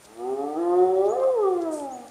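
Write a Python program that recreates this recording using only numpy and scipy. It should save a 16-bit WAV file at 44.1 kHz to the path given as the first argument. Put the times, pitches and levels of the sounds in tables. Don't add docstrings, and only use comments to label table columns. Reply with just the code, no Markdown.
import sys
import numpy as np
from scipy import signal
from scipy.fft import rfft, irfft
from scipy.io import wavfile
from scipy.ndimage import uniform_filter1d

SR = 44100
rng = np.random.default_rng(int(sys.argv[2]) if len(sys.argv) > 2 else 0)


def dump_mix(stems):
    frames = np.atleast_2d(stems).T
    limited = np.clip(frames, -1, 1)
    pcm = np.round(limited * 32767).astype(np.int16)
    wavfile.write(sys.argv[1], SR, pcm)


def invert_db(x):
    u = np.asarray(x, float) / 20
    return 10 ** u


N = 92610
T = np.arange(N) / SR

# f/Hz, level per Hz/dB
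BUSH_COLOUR = [(25, -44), (45, -13), (110, -9.5), (400, -8.5), (1400, -14), (3400, -21), (9000, -23.5),
               (15800, -34.5)]
BUSH_DB = -53

# f/Hz, waver/Hz, level/dB, throb/dB
INSECTS = [
    (9060, 32, -61, 2.0),
    (7180, 15, -69.5, -1),
]

# t/s, length/s, f/Hz, level/dB
GRUMBLES = [
    (.55, 0.9, 100, -60),
    (1.47, .25, 125, -63),
]

# t/s, length/s, level/dB, f/Hz
RUSTLES = [
    (.003, 0.058, -58.5, 6940),
    (0.036, 0.032, -50.5, 4670),
    (0.17, 0.011, -56, 3020),
    (1.033, 0.06, -54.5, 3500),
    (1.195, .012, -55, 3000),
    (1.231, 0.0092, -52, 3200),
    (1.595, 0.058, -54.5, 4700),
    (1.798, 0.0047, -45, 3000),
    (2.078, 0.0091, -51, 5000),
]

# t/s, level/dB
HISS_LEVEL = [
    (1.7, -85),
    (1.712, -56),
    (1.73, -44),
    (1.76, -46.5),
    (1.785, -46),
    (1.81, -49.5),
    (1.85, -56.5),
    (1.9, -72),
]
# f/Hz, level per Hz/dB
HISS_COLOUR = [(2500, -20), (4500, 0.5), (6500, 6.5), (8800, 14), (11000, -3.5), (13000, -5),
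               (16000, -45.5)]

# t/s, rise/s, top f/Hz, peak level/dB, time to ring down by 60 dB/s
CHIRPS = [
    (1.079, 0.026, 6850, -43.5, 0.22),
    (1.908, 0.034, 6900, -43, 0.12),
]
CHIRP_START_HZ, CHIRP_SAG_HZ = 5800, 26.3

# t/s, pulse rate f/Hz, level/dB
WHOOP = [(.04, 197.6, -54.5), (.14, 224.3, -50), (.2, 236.7, -34), (.28, 257, -26.5), (.555, 307.5, -29),
         (.59, 338.4, -25.5), (.8, 363.3, -20), (1.0, 381.8, -21), (1.09, 417.5, -20.5),
         (1.165, 512.4, -26.5), (1.25, 529.7, -21), (1.325, 516.8, -23.5), (1.385, 439, -23),
         (1.45, 391, -19.5), (1.56, 351.7, -25.5), (1.75, 304.7, -31.5), (1.95, 249.7, -36.5),
         (2.08, 229.7, -50)]
# t/s, weak-pulse lines level/dB, mouth opening/factor, nose level/dB,
# second resonance level/dB, top resonances level/dB
MOUTH = [(.04, -16.5, 0.77, 0.5, -4.5, 1.5), (.3, 3.5, 0.91, -29, 2.3, -4.5), (.53, 2.5, 0.91, -9, 1, -1),
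         (.61, -6, 0.95, -18.5, 2.5, 5.5), (1.0, -4, 1.105, -3, -11, -2.5), (1.15, 3.6, 1.02, 15, 5.5, 5.5),
         (1.23, -27, 1.355, 3, -4.5, 17.5), (1.33, -47, 1.17, 20, 18, -1),
         (1.45, -28, 1.068, -10, -8.5, 11.5), (1.8, -34, 0.97, 2, 2, -9), (2.05, -42, 0.84, -8, -1, 1.5)]
# f/Hz, width/Hz, level/dB
THROAT = [
    (397.5, 132, 5.5),
    (578, 77, -5),
    (756.4, 112.5, -2),
    (815, 130, -17.5),
    (1056, 48, -28.5),
    (1180, 67, -17),
    (1280.4, 96, -21),
    (1828, 330, -39.5),
    (201.5, 134, -32.5),
]
SKIRT = 2.73
CHEST_CUT_HZ, LIP_CUT_HZ = 72, 2300
WAVER_S, WAVER_LENGTH_S, WAVER_DB, WAVER_HZ, WAVER_WANDER_HZ = 1.09, 0.22, -11, 99.75, 12.08
JITTER, BREAK_JITTER = 0.002, 0.0052
SHIMMER_DB, PATCHY_DB = 1.28, 2.5
BREATH_DB = -28
PALATE_HZ, PALATE_WIDTH_HZ, PALATE_DB = 3417, 130, -46.5
STEP = 32

SCATTER_T60_S, SCATTER_DB, SCATTER_CUT_HZ = 0.82, -8.5, 12000
CUTOFF_HZ = 15800


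def rms_one(x):
    return x / np.sqrt(np.mean(x ** 2) + 1e-20)


def in_time(rows):
    s, *columns = np.transpose(rows)
    return [np.interp(T, s, c) for c in columns]


def frequencies():
    return np.maximum(np.fft.rfftfreq(N, 1 / SR), 1)


def shaped_noise(gain):
    return rms_one(irfft(rfft(rng.standard_normal(N)) * gain, N))


def coloured(points):
    hz, db = np.transpose(points)
    return shaped_noise(invert_db(np.interp(np.log(frequencies()), np.log(hz), db)))


def drift(rate_hz):
    r = np.exp(-2 * np.pi * rate_hz / SR)
    slow = signal.lfilter([1], [1, -2 * r, r * r], rng.standard_normal(N + SR))[SR:]
    return rms_one(slow - slow.mean())


def resonate(x, hz, width_hz):
    r = np.exp(-np.pi * width_hz / SR)
    back = [1, -2 * r * np.cos(2 * np.pi * hz / SR), r * r]
    return signal.lfilter([(1 - r * r) / 2, 0, (r * r - 1) / 2], back, x)


def resonate_twice(x, hz, width_hz):
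    return rms_one(resonate(resonate(x, hz, width_hz), hz, width_hz))


def bump(start, length):
    return np.sin(np.pi * np.clip((T - start) / length, 0, 1)) ** 2


def sing(hz):
    return 2 * np.pi * np.cumsum(hz) / SR


def scatter(x, db):
    t = T[:SR]
    tail = rng.standard_normal(SR) * invert_db(-60 * t / SCATTER_T60_S) * np.clip(t / 0.036, 0, 1)
    return invert_db(db) * signal.fftconvolve(x, tail / np.sqrt(np.sum(tail ** 2)))[:N]


def bush():
    return invert_db(BUSH_DB) * coloured(BUSH_COLOUR)


def insects():
    out = 0
    for hz, waver_hz, db, throb_db in INSECTS:
        pitch = hz + waver_hz * (drift(6) + 2 * drift(300))
        out = out + invert_db(db + throb_db * drift(20)) * np.sin(sing(pitch))
    return out


def grumbles():
    out = 0
    for s, length, hz, db in GRUMBLES:
        out = out + invert_db(db) * bump(s, length) * resonate_twice(rng.standard_normal(N), hz, 0.2 * hz)
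    return out


def rustles():
    crackle = rng.standard_normal(N) * invert_db(4 * drift(900))
    out = 0
    for s, length, db, hz in RUSTLES:
        out = out + invert_db(db) * bump(s, length) * resonate_twice(crackle, hz, 1.2 * hz)
    return out


def hiss():
    level_db, = in_time(HISS_LEVEL)
    return invert_db(level_db + 0.94 * drift(60)) * coloured(HISS_COLOUR)


def bird():
    out = 0
    for k, (s, rise, top_hz, db, t60) in enumerate(CHIRPS):
        t = np.maximum(T - s, 0)
        climb = (top_hz - CHIRP_START_HZ) * np.sin(np.pi / 2 * np.minimum(t / rise, 1))
        sag = CHIRP_SAG_HZ * (1 + 12 * k) * np.clip(t / rise - 1, 0, 1)
        hz = CHIRP_START_HZ + climb - sag
        shape = np.minimum(t / rise, 1) ** 0.69 * invert_db(-60 * np.maximum(t - rise, 0) / t60)
        out = out + invert_db(db + 4 * drift(90)) * shape * np.sin(sing(hz + 40 * drift(200)))
    return out + scatter(out, db=-11)


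def throat(hz, mouth, nasal_db, second_db, top_db):
    gain, lag = 0, 0
    trims = [0, nasal_db, second_db, second_db] + [top_db] * 4 + [0]
    for k, (centre, width, db) in enumerate(THROAT):
        centre = centre * mouth if k == 0 else centre
        off = (hz - centre ** 2 / hz) / width
        gain = gain + invert_db(db + trims[k]) / (1 + abs(off) ** SKIRT)
        lag = lag + np.arctan(off)
    return gain * np.exp(-1j * lag) / (1 + (CHEST_CUT_HZ / hz) ** 4) / (1 + (hz / LIP_CUT_HZ) ** 8)


def breath():
    air = shaped_noise(abs(throat(frequencies(), 1.1, 0, 0, 0)) ** .75)
    ring = rms_one(resonate(rng.standard_normal(N), PALATE_HZ, PALATE_WIDTH_HZ))
    return invert_db(BREATH_DB) * air + ring * invert_db(PALATE_DB + 3.45 * drift(23))


def whoop():
    curves = in_time(WHOOP) + in_time(MOUTH)
    rate, level_db, half_db, *shape = [uniform_filter1d(c, size=600) for c in curves]
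    rate = rate * (1 + JITTER * drift(25) + BREAK_JITTER * bump(WAVER_S, 0.087) * drift(69))
    flutter = WAVER_HZ + WAVER_WANDER_HZ * drift(31.3)
    waver = invert_db(WAVER_DB) * bump(WAVER_S, WAVER_LENGTH_S) ** 0.26
    lines = [(k * rate / 2, invert_db(half_db) if k % 2 else 1) for k in range(1, 22)]
    lines += [(k * rate + m * flutter, waver) for k in (1, 2) for m in (-1, 1, 2, 3)]
    tone, power = 0, 0
    for hz, strength in lines:
        gain = np.interp(T, T[::STEP], throat(hz[::STEP], *[c[::STEP] for c in shape]))
        flicker_db = PATCHY_DB * min(hz[0] / 400, 1.5) * (drift(5.5) + 0.61 * drift(27))
        partial = gain * strength * invert_db(flicker_db)
        tone = tone + np.real(partial * np.exp(1j * sing(hz)))
        power = power + abs(partial) ** 2 / 2
    start = np.clip((T - WHOOP[0][0]) / 0.0046, 0, 1)
    end = np.clip((WHOOP[-1][0] - T) / 0.015, 0, 1)
    loudness = start * end * invert_db(level_db + SHIMMER_DB * drift(5))
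    return loudness * (tone / np.sqrt(power) + breath())


def scene():
    voice = whoop()
    dull = signal.sosfilt(signal.butter(1, SCATTER_CUT_HZ, fs=SR, output="sos"), voice)
    call = voice + scatter(dull, db=SCATTER_DB)
    return (bush() + insects() + grumbles() + rustles() + hiss() + bird() + call)[None]


def top_cut(x):
    return signal.sosfilt(signal.butter(12, 15890, fs=SR, output="sos"), x)


def record(dry):
    mix = signal.sosfilt(signal.cheby2(24, 50, CUTOFF_HZ, fs=SR, output="sos"), dry)
    return top_cut(mix)


dry = scene()
out = record(dry)
dump_mix(out)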